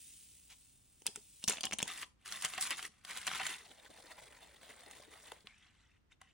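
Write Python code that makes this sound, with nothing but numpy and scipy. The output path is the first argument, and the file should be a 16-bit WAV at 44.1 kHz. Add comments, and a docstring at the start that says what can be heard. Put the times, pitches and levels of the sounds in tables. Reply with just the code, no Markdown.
"""Powder hisses out of a foil packet into a thin plastic tray on a wooden table: very fine random grains.
The packet is brushed, flicked and crinkled: noise cracks that ring foil panels, and pitched creases.
A small spoon taps, knocks and scrapes the gritty mix: slips and bursts through the tray's resonances.
The mix turns to slime: squelches in wandering hollows, soft dabs, plops, a falling note as the spoon pulls
free; then a light wet slide in the next well. Small quiet room, close microphone pair, faint air throughout."""
import sys
import numpy as np
from scipy import signal
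from scipy.fft import rfft, irfft, next_fast_len
from scipy.io import wavfile

SR = 44100
rng = np.random.default_rng(int(sys.argv[2]) if len(sys.argv) > 2 else 0)


def digitize_waveform(pressure):
    """Quantize a signal to 16-bit integers and store it at the path in sys.argv[1].

    Rows of a 2-D input are taken as channels; values are limited to [-1, 1].
    """
    field = np.atleast_2d(pressure).T
    bounded = np.clip(field, -1, 1)
    quanta = np.round(bounded * 32767).astype(np.int16)
    wavfile.write(sys.argv[1], SR, quanta)


N = 279153
T = np.arange(N) / SR

# room air, relative spectrum: freq_hz, level_db
AIR_SPECTRUM = [(25, -6.5), (60, 7), (130, -2.5), (250, -6), (400, -16), (700, -20.5), (1500, -21),
                (4400, -30.5), (16000, -47)]
AIR_DB = -73

# powder flow down the packet, before POUR_GAIN_DB: time_s, level_db
POUR_FLOW = [(0.03, -58), (0.332, -63), (0.536, -66.5), (0.698, -67.5), (0.828, -72), (1.066, -69),
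             (1.198, -65.5), (1.41, -63)]
# powder hiss, relative spectrum: freq_hz, level_db
POWDER_SPECTRUM = [(300, -9.5), (1000, -39), (1800, -14.5), (2600, -5), (3400, -4), (4500, -7), (6500, -4),
                   (8200, 2), (10000, 2.5), (12500, -6.5), (15500, 1)]
POUR_GAIN_DB = 3.5

# brushes of packet and fingers: centre_s, level_db, half_length_s
PACKET_BRUSHES = [(0.518, -55, 0.02), (1.431, -54.5, 0.0071)]
# foil snaps, level over the first 4 ms: start_s, level_db, treble_db, bass_db, panel_pitch_hz
FOIL_SNAPS = [(1.02, -56.5, 12, 16.5, 1710), (1.059, -50.5, -7.5, 8, 2900), (1.0661, -27.5, 16, 1.5, 4500),
              (1.075, -38.5, -3.5, -11, 3240), (1.1593, -39.5, 6.5, -3, 3700),
              (1.4402, -35.5, 17.5, 6.5, 2750), (1.4787, -29.5, 14.5, 2, 3440), (1.483, -26.5, 11, 5, 5900),
              (1.497, -27.5, 9.5, -8.5, 3630), (1.519, -42, -2.5, 0, 4000),
              (1.5354, -44.5, -8.5, -5.5, 4300), (1.571, -43.5, -17, -1.5, 2550),
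              (1.5834, -43.5, -21, 2.5, 2670), (1.6083, -38, 16.5, -6, 3480),
              (1.6334, -37, 5.5, -4.5, 4460), (1.639, -34.5, -7.5, -4, 4150),
              (1.648, -39, -4.5, -2.5, 3000), (1.6535, -32, 20, -1, 3200), (1.661, -44.5, 0, -6, 3730),
              (1.668, -38.5, -9, 13, 3100), (1.711, -42.5, -4.5, 0, 2610), (1.7238, -36, -8, -12, 2800),
              (1.7316, -35, 10, -3.5, 3170), (1.736, -36.5, 11.5, 12, 4290), (1.786, -36, 11, -17, 3000),
              (1.7906, -37, -2.5, -7.5, 3080), (1.8027, -39.5, -14, -12, 2900),
              (1.808, -44.5, -10.5, -6, 4000), (1.8191, -42.5, 2, -7, 2210), (1.828, -28, 9, -2, 3120)]
# packet flexes that crackle: start_s, level_db, t60_s
PACKET_FLEXES = [(1.066, -47, 0.13), (1.16, -54, 0.12), (1.49, -37, 0.34), (1.648, -50, 0.14),
                 (1.729, -45.5, 0.076), (1.799, -48.5, 0.14), (1.825, -54.5, 0.37)]
# foil, relative spectrum: freq_hz, level_db
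FOIL_SPECTRUM = [(60, -11), (200, -2), (450, -6.5), (800, -5.5), (1400, -8), (2100, -5.5), (3000, -2),
                 (4800, -11.5), (6200, -8.5), (8200, -9.5), (11000, -9), (15000, -15.5)]
STUTTER_S, STUTTER_DB = .005, -10  # greatest delay and strength of the cracks behind a snap
PANEL_DB, PANEL_WIDTH_HZ = 3, 330
FLEX_RISE_S, CREASE_LOW_HZ = .008, 520  # small creases have little bass

# dull bumps of tray on table: start_s, level_db, tilt_db_per_octave
TABLE_BUMPS = [(1.084, -49, 9.5), (1.174, -52.5, 12), (1.4795, -33, -8.5), (1.495, -38, 10.5),
               (1.724, -48, -9), (5.444, -55, 4)]
# tray and table together: freq_hz, level_db, t60_s
TABLE_RINGS = [(124, -11.5, 0.057), (176, 1, 0.04), (209, -5, 0.072), (345, -15, 0.075), (416, -9.5, 0.06)]

# spoon taps on the bottom of a well: start_s, level_db, tilt_db_per_octave
WELL_TAPS = [(1.652, -48, -8), (2.580, -38, -5), (3.401, -38, -13), (6.215, -46, 9)]
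# bottom of a well: freq_hz, level_db, t60_s
WELL_RINGS = [(770, -8, 0.075), (1090, -4.5, 0.046), (1420, -9.5, 0.021), (2030, -13.5, 0.02)]

# spoon catching on the tray, before KNOCK_GAIN_DB: start_s, level_db, treble_db
SPOON_KNOCKS = [(1.8781, -33.5, 11), (1.9124, -36.5, -1), (2.0299, -34.5, -20), (2.2591, -39, -1),
                (2.3232, -30.5, 6), (2.4228, -31, 6.5), (2.4484, -22, 3.5), (2.5366, -33.5, -3.5),
                (2.5786, -31.5, 1), (2.611, -25, 15), (2.6249, -26, 21.5), (2.653, -36, -7.5),
                (2.7064, -26, 6), (2.7122, -29.5, -8), (2.7274, -36.5, -10), (2.7929, -35.5, -8),
                (2.8272, -33.5, 1), (3.0493, -39, 1), (3.1088, -35, 1), (3.174, -33, 10),
                (3.2683, -26.5, 3), (3.2764, -25.5, -0.5), (3.2814, -27, -10), (3.3146, -31, -10),
                (3.3352, -33.5, -11), (3.358, -39, -3), (3.3985, -32, -25), (3.4663, -27, 5),
                (4.911, -42.5, 23), (5.3185, -39.5, 0), (5.4711, -40, -8), (6.2148, -47, -1)]
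# spells of spoon work: start_s, end_s, level_db, slope_db_per_s, treble_db, release_t60_s
SPOON_SPELLS = [(1.884, 2.022, -47, -18, 5, 0.14), (2.263, 2.85, -48.5, -11.5, 5.5, 0.039),
                (3.073, 3.272, -52, 8, 1, .2), (3.307, 3.504, -45.5, 12, -0.5, 0.39),
                (3.604, 3.87, -65.5, 9, 4.5, 0.12), (3.902, 4.568, -61, -2.5, 2, 0.29),
                (4.617, 5.002, -61, 7.5, 2, 0.76), (5.117, 5.358, -60, -7, 4, 0.39),
                (5.462, 5.963, -66, -22, 1, 0.19), (6.215, 6.314, -71, -38, 0.5, 0.15)]
# hard pushes through the grit: centre_s, level_db, treble_db
GRIT_PUSHES = [(1.893, -47.5, -12), (2.02, -48.5, 11), (2.356, -48.5, 1.5), (2.452, -41, -3),
               (2.579, -45, -12), (2.631, -36.5, 9.5), (2.664, -40, 5), (2.722, -40, -5.5),
               (2.784, -46, 4.5), (2.855, -46, 3.5), (3.116, -46.5, -4.5), (3.174, -45, 2),
               (3.355, -42, -1), (3.42, -48, -22)]
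# wet smacks of the spoon: centre_s, level_db
WET_SMACKS = [(3.658, -61), (3.718, -58.5), (3.8, -60.5), (3.838, -59), (3.863, -58.5), (3.97, -59.5),
              (4.004, -67), (4.069, -60.5), (4.116, -53.5), (4.193, -57.5), (4.236, -58.5), (4.266, -60.5),
              (4.33, -62), (4.425, -61.5), (4.632, -59.5), (4.702, -54.5), (4.91, -58.5), (4.979, -59),
              (5.124, -64), (5.16, -59), (5.283, -57), (6.124, -65.5)]
# spoon pressing through jelly in the other well: centre_s, level_db
JELLY_WIPES = [(5.545, -72), (5.673, -67), (5.804, -72)]
# tray walls: freq_hz, width_hz, level_db
WALL_MODES = [(754, 15, 2.5), (1130, 110, -18), (1530, 13, 1), (2007, 260, 0.5), (2692, 50, -2),
              (3514, 77, -7)]
# gritty mix, relative spectrum: freq_hz, level_db
GRIT_SPECTRUM = [(60, -13), (170, -8), (520, -13.5), (750, -8), (1200, -0.5), (2000, -1), (3300, -0.5),
                 (4800, -8.5), (6200, -7.5), (8800, -6.5), (11000, -3), (15000, -13.5)]
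SPELL_ATTACK_S = .0091
PUSH_S, SMACK_S, WIPE_S = .02, .016, .024  # half lengths
SKID_DELAY_S, SKID_S, SKID_DB = .0044, .014, -18.5  # after a knock: delay, half length, level against its row
REST_DB, REST_START_S, REST_END_S, REST_RISE_S = -72.5, 2.23, 3.05, .035  # faint steady rubbing
KNOCK_GAIN_DB = -7
# random lighter catches, before KNOCK_GAIN_DB: level above the rubbing, spreads of level and treble
CATCH_DB, CATCH_SPREAD_DB, CATCH_TREBLE_DB = 3, 2, 3
SMOOTH_FROM_S, OTHER_WELL_FROM_S, BLEND_S = 3.62, 5.46, .049

# random nudges of tray on table
NUDGE_START_S, NUDGE_END_S, NUDGE_DB, NUDGE_SPREAD_DB = 2.25, 2.9, -61, 3

# slime, relative spectrum: freq_hz, level_db
SLIME_SPECTRUM = [(80, -15), (200, -7), (330, -6.5), (620, -2), (900, -4.5), (1400, -7), (2000, -4),
                  (2700, -9), (3600, -6), (5000, -13.5), (6500, -14), (9300, -8), (12500, -14.5),
                  (15000, -10)]
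# hollows in the slime: middle_pitch_hz, level_db
SLIME_HOLLOWS = [(720, -5), (2800, -3)]
HOLLOW_SWING_OCTAVES, HOLLOW_PER_S, HOLLOW_SHARPNESS = .6, 22, 3.5
# folds of slime flopping over: centre_s, level_db, pitch_hz
SLIME_DABS = [(3.704, -65.5, 290), (3.901, -60, 380), (4.046, -62.5, 373), (4.704, -60, 487),
              (4.87, -60.5, 420), (5.083, -62, 327)]
DAB_S = .0078  # half length
# air pockets popping in the slime: start_s, peak_db, pitch_hz
SLIME_PLOPS = [(3.914, -55, 610), (4.632, -49.5, 656), (5.0, -46, 580)]
PLOP_CYCLES, PLOP_RISE = 8.8, .16  # starting-pitch cycles to -60 dB; share the pitch has risen by then
# spoon pulling free of the slime, one row: centre_s, peak_db, pitch_hz
SPOON_SUCK = (5.3205, -43, 900)
SUCK_S, SUCK_OCTAVES_PER_S = .0036, 440  # half length; fall of pitch

# wet plastic, relative spectrum: freq_hz, level_db
WET_SPECTRUM = [(600, -12.5), (1100, -0.5), (1500, 3), (2700, 2), (3600, 0), (4600, -9.5), (6100, -6),
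                (7600, -7.5), (9000, -8), (14000, -22)]

# reflections, relative spectrum: freq_hz, level_db
REFLECTION_SPECTRUM = [(200, 10), (550, 9), (1000, 9), (1700, -4.5), (3500, 3), (5000, 7.5), (9500, 4.5),
                       (13000, -23.5)]
# phase of left against right: freq_hz, phase_rad
LEFT_PHASE = [(0, 0), (2000, 0), (4000, -.35), (6500, -.7), (8500, -1.7), (9500, -1.45), (11200, -2.95),
              (13900, -3.3), (15500, -4.3)]
# level of the left microphone over the right: freq_hz, level_db
LEFT_LEVEL = [(60, 2.5), (130, 2), (300, 6), (600, 3.5), (1400, -0.5), (2800, 1.5), (5600, 2), (9000, -0.6)]
CUTOFF_HZ = 16200


def from_db(db):
    """Decibels to gain."""
    return 10 ** (np.asarray(db) / 20)


def rms_one(x):
    """Scale to unit power."""
    return x / np.sqrt(np.mean(x ** 2) + 1e-20)


def add(track, s, sound):
    """Mix a short sound in at time s."""
    at = max(round(s * SR), 0)
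    track[at:at + len(sound)] += sound[:len(track) - at]


def cut(x, hz, kind, order=2):
    """Butterworth low- or high-pass."""
    return signal.sosfilt(signal.butter(order, hz, kind, fs=SR, output="sos"), x)


def colour(x, spectrum, size=4096):
    """Minimum-phase filter with the given spectrum, falling off below its first point."""
    hz, db = np.transpose(spectrum)
    f = np.maximum(np.arange(size // 2 + 1) * SR / size, 1)
    gain = from_db(np.interp(np.log(f), np.log(hz), db)) * np.minimum(f / hz[0], 1)
    # fold the cepstrum to make the response causal
    cepstrum = irfft(np.log(gain))
    cepstrum[1:size // 2] *= 2
    cepstrum[size // 2 + 1:] = 0
    response = irfft(np.exp(rfft(cepstrum)))
    filtered = signal.fftconvolve(np.atleast_2d(x), response[None], axes=1)
    return filtered[:, :x.shape[-1]].reshape(x.shape)


def drift(rate_per_s):
    """Smooth random curve of unit power, with rate_per_s new targets a second."""
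    knots = rng.standard_normal(N // 10)
    return rms_one(np.interp(T * rate_per_s, np.arange(len(knots)), knots))


def swell(s, half_s):
    """Gaussian rise and fall of height 1 about time s."""
    out = np.zeros(N)
    near = np.abs(T - s) < 4 * half_s
    out[near] = np.exp(-((T[near] - s) / half_s) ** 2)
    return out


def held(start_s, end_s, attack_s, t60_s):
    """Rise to 1 at the start, hold until the end, then decay."""
    rise = np.exp(-(np.minimum(T - start_s, 0) / attack_s) ** 2)
    return rise * from_db(-60 * np.maximum(T - end_s, 0) / t60_s)


def scattered(start_s, end_s, count):
    """Random moments, one in each equal share of a span."""
    return start_s + (end_s - start_s) * (np.arange(count) + rng.random(count)) / count


def grains(per_s, spread_db, clump_db, clump_per_s):
    """Tiny slips of random time, size and sign; clump_db makes their strength drift."""
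    sizes = from_db(spread_db * np.minimum(rng.exponential(1, N), 4)) * rng.choice([-1, 1], N)
    present = rng.random(N) < per_s / SR
    return sizes * present * from_db(clump_db * np.clip(drift(clump_per_s), -2, 2))


def resonator(hz, width_hz):
    """Coefficients of a two-pole resonance with gain 1 on top."""
    r = np.exp(-np.pi * width_hz / SR)
    zeros = np.array([1, 0, -1]) * (1 - r * r) / 2
    return zeros, [1, -2 * r * np.cos(2 * np.pi * hz / SR), r * r]


def resonate(x, hz, width_hz):
    """Ring one fixed resonance."""
    return signal.lfilter(*resonator(hz, width_hz), x + 1e-18)


def pitched(clicks, sharpness, patchy_db, patchy_per_s, plain_db, count=40):
    """Each grain rings one of many pitches, and the favoured pitches shift as the contact moves."""
    out, at = np.zeros(N), np.flatnonzero(clicks)
    dealt = rng.integers(0, count, N)[at]
    for k, hz in enumerate(np.geomspace(220, 15000, count)):
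        mine, own = at[dealt == k], np.zeros(N)
        favour = np.clip(rng.standard_normal(N // 100), -1.8, 1.8)
        patch = np.interp(T[mine] * patchy_per_s, np.arange(len(favour)), favour)
        own[mine] = clicks[mine] * from_db(patchy_db * patch)
        out += resonate(own, hz, hz / max(sharpness, 2)) * (-1) ** k
    return rms_one(out) + from_db(plain_db) * rms_one(clicks)


def brighten(x, treble_db, split_hz=4700):
    """A harder contact lifts the treble; scaled by the power of both bands."""
    low = cut(x, split_hz, "low", order=3)
    high = cut(x, split_hz, "high", order=3)
    lift = from_db(treble_db)
    return (low + lift * high) / np.sqrt(low.var() + lift ** 2 * high.var())


def bursts(count, t60_s, tail_db, tail_t60_s, ring_db, ring_t60_s, size=6000, order=5):
    """Crowded modes of a thin sheet: a brief noise crack, a weak tail and a few stronger modes."""
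    t = np.arange(size) / SR
    envelope = from_db(-60 * t / t60_s) + from_db(tail_db - 60 * t / tail_t60_s)
    crack = rng.standard_normal((count, size)) * envelope
    hz = rng.uniform(900, 9500, (count, order, 1))
    modes = np.sin(2 * np.pi * hz * t).sum(axis=1)
    return crack + modes * from_db(ring_db - 60 * t / ring_t60_s)


def strike(rows, sounds):
    """Give each burst its treble and its level over the first 4 ms, and play it at its time."""
    out = np.zeros(N)
    first = round(.004 * SR)
    for (s, db, treble_db, *_), sound in zip(rows, sounds):
        sound = brighten(sound, treble_db)
        add(out, s, from_db(db) * sound / sound[:first].std())
    return out


def thuds(blows, modes, size=8000):
    """Each blow swells decaying modes of slightly random strength; tilt favours upper or lower ones."""
    out, t = np.zeros(N), np.arange(size) / SR
    hz, mode_db, t60_s = np.transpose(modes)[:, :, None]
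    rings = np.sin(2 * np.pi * hz * t) * from_db(mode_db - 60 * t / t60_s) * (1 - np.exp(-2 * hz * t))
    octaves = np.log2(hz / np.median(hz)).ravel()
    for s, db, tilt_db in blows:
        strengths = from_db(db + tilt_db * octaves + rng.normal(0, 1.5, len(hz)))
        add(out, s, strengths @ rings)
    return out


def air():
    """The room's low rumble, alike at both microphones, and its faint hiss: coloured noise."""
    mid, side = colour(rng.standard_normal((2, N)), AIR_SPECTRUM)
    return from_db(AIR_DB) * rms_one(mid + cut(side, 150, "high") * [[1], [-1]])


def powder():
    """Very fine grains hiss along the foil, their level following the flow."""
    level_db = np.interp(T, *np.transpose(POUR_FLOW))
    fade = np.interp(T, [1.42, 1.6], [1, 0])
    hiss = colour(grains(per_s=14000, spread_db=5, clump_db=0, clump_per_s=57), POWDER_SPECTRUM)
    return fade * from_db(level_db + POUR_GAIN_DB) * rms_one(hiss)


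def brushes():
    """Packet and fingers rub: dense coloured slips in short swells."""
    slips = grains(per_s=12000, spread_db=3, clump_db=2, clump_per_s=300)
    friction = rms_one(cut(colour(slips, FOIL_SPECTRUM), 1100, "high"))
    return friction * sum(from_db(db) * swell(s, half_s) for s, db, half_s in PACKET_BRUSHES)


def snaps(count=3):
    """A crease gives way in a stutter: a crack and smaller copies behind it ring the buckled panel."""
    cracks = bursts(len(FOIL_SNAPS), t60_s=.0025, tail_db=-33, tail_t60_s=.07, ring_db=-15, ring_t60_s=.012)
    chances = rng.random((len(FOIL_SNAPS), 2, count))
    runs = []
    for (*_, panel_hz), crack, chance in zip(FOIL_SNAPS, cracks, chances):
        run = crack.copy()
        for delay, strength in chance.T:
            add(run, STUTTER_S * delay, from_db(STUTTER_DB) * strength * crack)
        runs.append(run + from_db(PANEL_DB) * resonate(run, panel_hz, PANEL_WIDTH_HZ))
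    sounds = colour(np.array(runs), FOIL_SPECTRUM)
    # a wide panel buckles with more bass than a small crease
    bass_gain = from_db(np.array(FOIL_SNAPS)[:, 3:4])
    sounds = sounds + (bass_gain - 1) * cut(sounds, 700, "low", order=1)
    return strike(FOIL_SNAPS, sounds)


def crackle():
    """Small creases buckle after each flex: pitched slips under a dying envelope."""
    buckles = grains(per_s=2200, spread_db=4.5, clump_db=3, clump_per_s=320)
    creases = pitched(buckles, sharpness=7, patchy_db=2.5, patchy_per_s=70, plain_db=-2)
    creases = cut(rms_one(colour(creases, FOIL_SPECTRUM)), CREASE_LOW_HZ, "high")
    return creases * sum(from_db(db) * held(s, s, FLEX_RISE_S, t60_s) for s, db, t60_s in PACKET_FLEXES)


def bumps():
    """The tray bumps the table, ringing its low modes; 3.2 dB louder at the left."""
    blows = list(TABLE_BUMPS) + nudges()
    return thuds(blows, TABLE_RINGS) * from_db(1.6 * np.array([[1], [-1]]))


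def taps():
    """The spoon taps the bottom of a well, which rings briefly."""
    return cut(thuds(WELL_TAPS, WELL_RINGS), 510, "high")


def tray(x, damping_db=0, modes=WALL_MODES):
    """A contact is heard directly and through the ringing tray walls."""
    return x + sum(from_db(db - damping_db) * resonate(x, hz, width_hz) for hz, width_hz, db in modes)


def effort():
    """Strength and treble_db of the rubbing: steady spells with pushes, skids, smacks and wipes on top."""
    moves = []
    for start_s, end_s, db, slope, treble_db, t60_s in SPOON_SPELLS:
        level_db = db + slope * (np.clip(T, start_s, end_s) - start_s)
        moves.append((from_db(level_db) * held(start_s, end_s, SPELL_ATTACK_S, t60_s), treble_db))
    moves += [(from_db(db) * swell(s, PUSH_S), treble_db) for s, db, treble_db in GRIT_PUSHES]
    # after each knock in the grit the spoon skids on
    moves += [(from_db(db + SKID_DB) * swell(s + SKID_DELAY_S, SKID_S), treble_db)
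              for s, db, treble_db in SPOON_KNOCKS if s < SMOOTH_FROM_S]
    moves += [(from_db(db) * swell(s, SMACK_S), 0) for s, db in WET_SMACKS]
    moves += [(from_db(db) * swell(s, WIPE_S), 0) for s, db in JELLY_WIPES]
    moves.append((from_db(REST_DB) * held(REST_START_S, REST_END_S, REST_RISE_S, t60_s=.14), 0))
    power = sum(gain ** 2 for gain, _ in moves) + 1e-18
    treble_db = sum(gain ** 2 * treble for gain, treble in moves) / power
    return np.sqrt(power), treble_db


def catches(strength, count=56):
    """Random light catches that follow the rubbing's strength: start_s, level_db, treble_db."""
    times = scattered(SPOON_SPELLS[0][0], OTHER_WELL_FROM_S, count)
    rows = []
    for s, (size, hardness) in zip(times, rng.standard_normal((count, 2))):
        rubbing_db = 20 * np.log10(np.interp(s, T, strength))
        rows.append((s, rubbing_db + CATCH_DB + CATCH_SPREAD_DB * size, CATCH_TREBLE_DB * hardness))
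    return rows


def knocks(strength):
    """Spoon catches strike the tray: noise bursts through its walls."""
    hits = list(SPOON_KNOCKS) + catches(strength)
    cracks = bursts(len(hits), t60_s=.009, tail_db=-22, tail_t60_s=.05, ring_db=-16, ring_t60_s=.022)
    sounds = colour(tray(cracks, damping_db=2), GRIT_SPECTRUM)
    sounds = cut(sounds, 330, "high", order=1)  # the light spoon hardly shakes the table
    return from_db(KNOCK_GAIN_DB) * strike(hits, sounds)


def grit():
    """Coarse scraping: pitched slips through the tray walls."""
    slips = grains(per_s=4500, spread_db=2.9, clump_db=1.9, clump_per_s=300)
    scrape = pitched(slips, sharpness=12, patchy_db=2.5, patchy_per_s=45, plain_db=0)
    return colour(tray(scrape), GRIT_SPECTRUM)


def spoon():
    """One effort drives the rubbing, which blends from grit to slime to wet slide, with knocks added."""
    strength, treble_db = effort()
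    gritty, smooth, wet = (brighten(rub, treble_db) for rub in (grit(), slime(), slide()))
    mixed = np.clip(.5 + (T - SMOOTH_FROM_S) / BLEND_S, 0, 1)
    moved = np.clip(.5 + (T - OTHER_WELL_FROM_S) / BLEND_S, 0, 1)
    rubbing = np.sqrt(1 - mixed) * gritty + np.sqrt(mixed * (1 - moved)) * smooth + np.sqrt(moved) * wet
    return strength * rubbing + knocks(strength)


def nudges(count=12):
    """Stirring nudges the tray against the table: start_s, level_db, tilt_db_per_octave."""
    times = scattered(NUDGE_START_S, NUDGE_END_S, count)
    return [(s, NUDGE_DB + NUDGE_SPREAD_DB * size, 0) for s, size in zip(times, rng.standard_normal(count))]


def hollow(x, hz, swing_octaves, per_s, sharpness, size=128):
    """A hollow opens and closes behind the spoon: its resonance wanders in pitch."""
    centre_hz = hz * 2 ** (swing_octaves * np.clip(drift(per_s), -2, 2))
    out, state = np.zeros(N), np.zeros(2)
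    for i in range(0, N, size):
        zeros, poles = resonator(centre_hz[i], centre_hz[i] / sharpness)
        out[i:i + size], state = signal.lfilter(zeros, poles, x[i:i + size], zi=state)
    return out


def slime():
    """Sticky squelches ring the shifting hollows and the damped upper wall modes."""
    slips = grains(per_s=4000, spread_db=3, clump_db=1.8, clump_per_s=160)
    squelch = pitched(slips, sharpness=6, patchy_db=3, patchy_per_s=25, plain_db=-2)
    hollows = sum(from_db(db) * hollow(squelch, hz, HOLLOW_SWING_OCTAVES, HOLLOW_PER_S, HOLLOW_SHARPNESS)
                  for hz, db in SLIME_HOLLOWS)
    walls = tray(squelch, damping_db=4, modes=WALL_MODES[1:])
    return colour(walls + hollows, SLIME_SPECTRUM)


def dabs():
    """Folds of slime flop over: short clumps of dull slips, each around its own note."""
    slips = grains(per_s=2500, spread_db=2, clump_db=1, clump_per_s=200)
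    out = np.zeros(N)
    for s, db, hz in SLIME_DABS:
        shape = swell(s, DAB_S)
        clump = cut(resonate(slips * shape, hz, hz), 2 * hz, "low")
        out += from_db(db) * clump * np.linalg.norm(shape) / np.linalg.norm(clump)
    return out


def plops(size=2000):
    """Air pockets open as the spoon pulls through: decaying sines of rising pitch."""
    out, t = np.zeros(N), np.arange(size) / SR
    for s, db, hz in SLIME_PLOPS:
        age = t * hz / PLOP_CYCLES
        phase = 2 * np.pi * hz * t * (1 + .5 * PLOP_RISE * age)
        add(out, s, np.sin(phase) * from_db(db - 60 * age))
    return out


def suck():
    """The spoon pulls free and the gap opens: a short sine swell of falling pitch."""
    s, db, hz = SPOON_SUCK
    note_hz = hz * 2 ** np.clip(-(T - s) * SUCK_OCTAVES_PER_S, -1, 2)
    return from_db(db) * swell(s, SUCK_S) * np.sin(2 * np.pi * np.cumsum(note_hz) / SR)


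def slide():
    """Light wet slide: sharply pitched slips through the walls and one wandering hollow."""
    slips = grains(per_s=7000, spread_db=2.2, clump_db=1.4, clump_per_s=90)
    smear = pitched(slips, sharpness=20, patchy_db=2, patchy_per_s=14, plain_db=-9)
    gap = hollow(smear, hz=2800, swing_octaves=.3, per_s=11, sharpness=7)
    return colour(tray(smear) + gap, WET_SPECTRUM)


def room(x, near_db, near_t60_s, far_db, far_t60_s, size=22000, count=5):
    """Quick reflections off table and hands, then the room's faint tail; different at each microphone."""
    t = np.arange(size) / SR
    near = from_db(-60 * t / near_t60_s) * (t > .001)
    far = from_db(-60 * t / far_t60_s) * (t > .006)
    near *= from_db(near_db) / np.linalg.norm(near)
    far *= from_db(far_db) / np.linalg.norm(far)
    envelope = np.hypot(near, far)
    # the contact point keeps moving: fade between sets of reflections
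    shares = np.array([drift(20) for _ in range(count)])
    shares /= np.linalg.norm(shares, axis=0)
    out = np.zeros((2, N))
    for share in shares:
        response = colour(rng.standard_normal((2, size)) * envelope, REFLECTION_SPECTRUM)
        out += signal.fftconvolve((x * share)[None], response, axes=1)[:, :N]
    return out


def microphones(x):
    """Treble differs in phase between left and right; the left is slightly louder over most of the range."""
    size = next_fast_len(N + 1000)
    hz = np.arange(size // 2 + 1) * SR / size
    phase_rad = np.interp(hz, *np.transpose(LEFT_PHASE))
    left_db = np.interp(hz, *np.transpose(LEFT_LEVEL))
    sides = np.array([[1], [-1]])
    response = np.exp(.5j * phase_rad * sides) * from_db(.5 * left_db * sides)
    return irfft(rfft(x, size) * response, size)[:, :N]


def scene():
    """Contacts reach the microphones directly and by reflection; bumps and air are added in stereo."""
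    packet = brushes() + snaps() + crackle()
    dry = powder() + packet + taps() + spoon() + dabs() + plops() + suck()
    reflections = room(dry, near_db=-10, near_t60_s=.018, far_db=-18, far_t60_s=.28)
    return microphones(dry) + bumps() + reflections + air()


def record(dry):
    """Steep low-pass at CUTOFF_HZ."""
    return signal.sosfilt(signal.ellip(10, .1, 70, CUTOFF_HZ, fs=SR, output="sos"), dry)


dry = scene()
out = record(dry)
digitize_waveform(out)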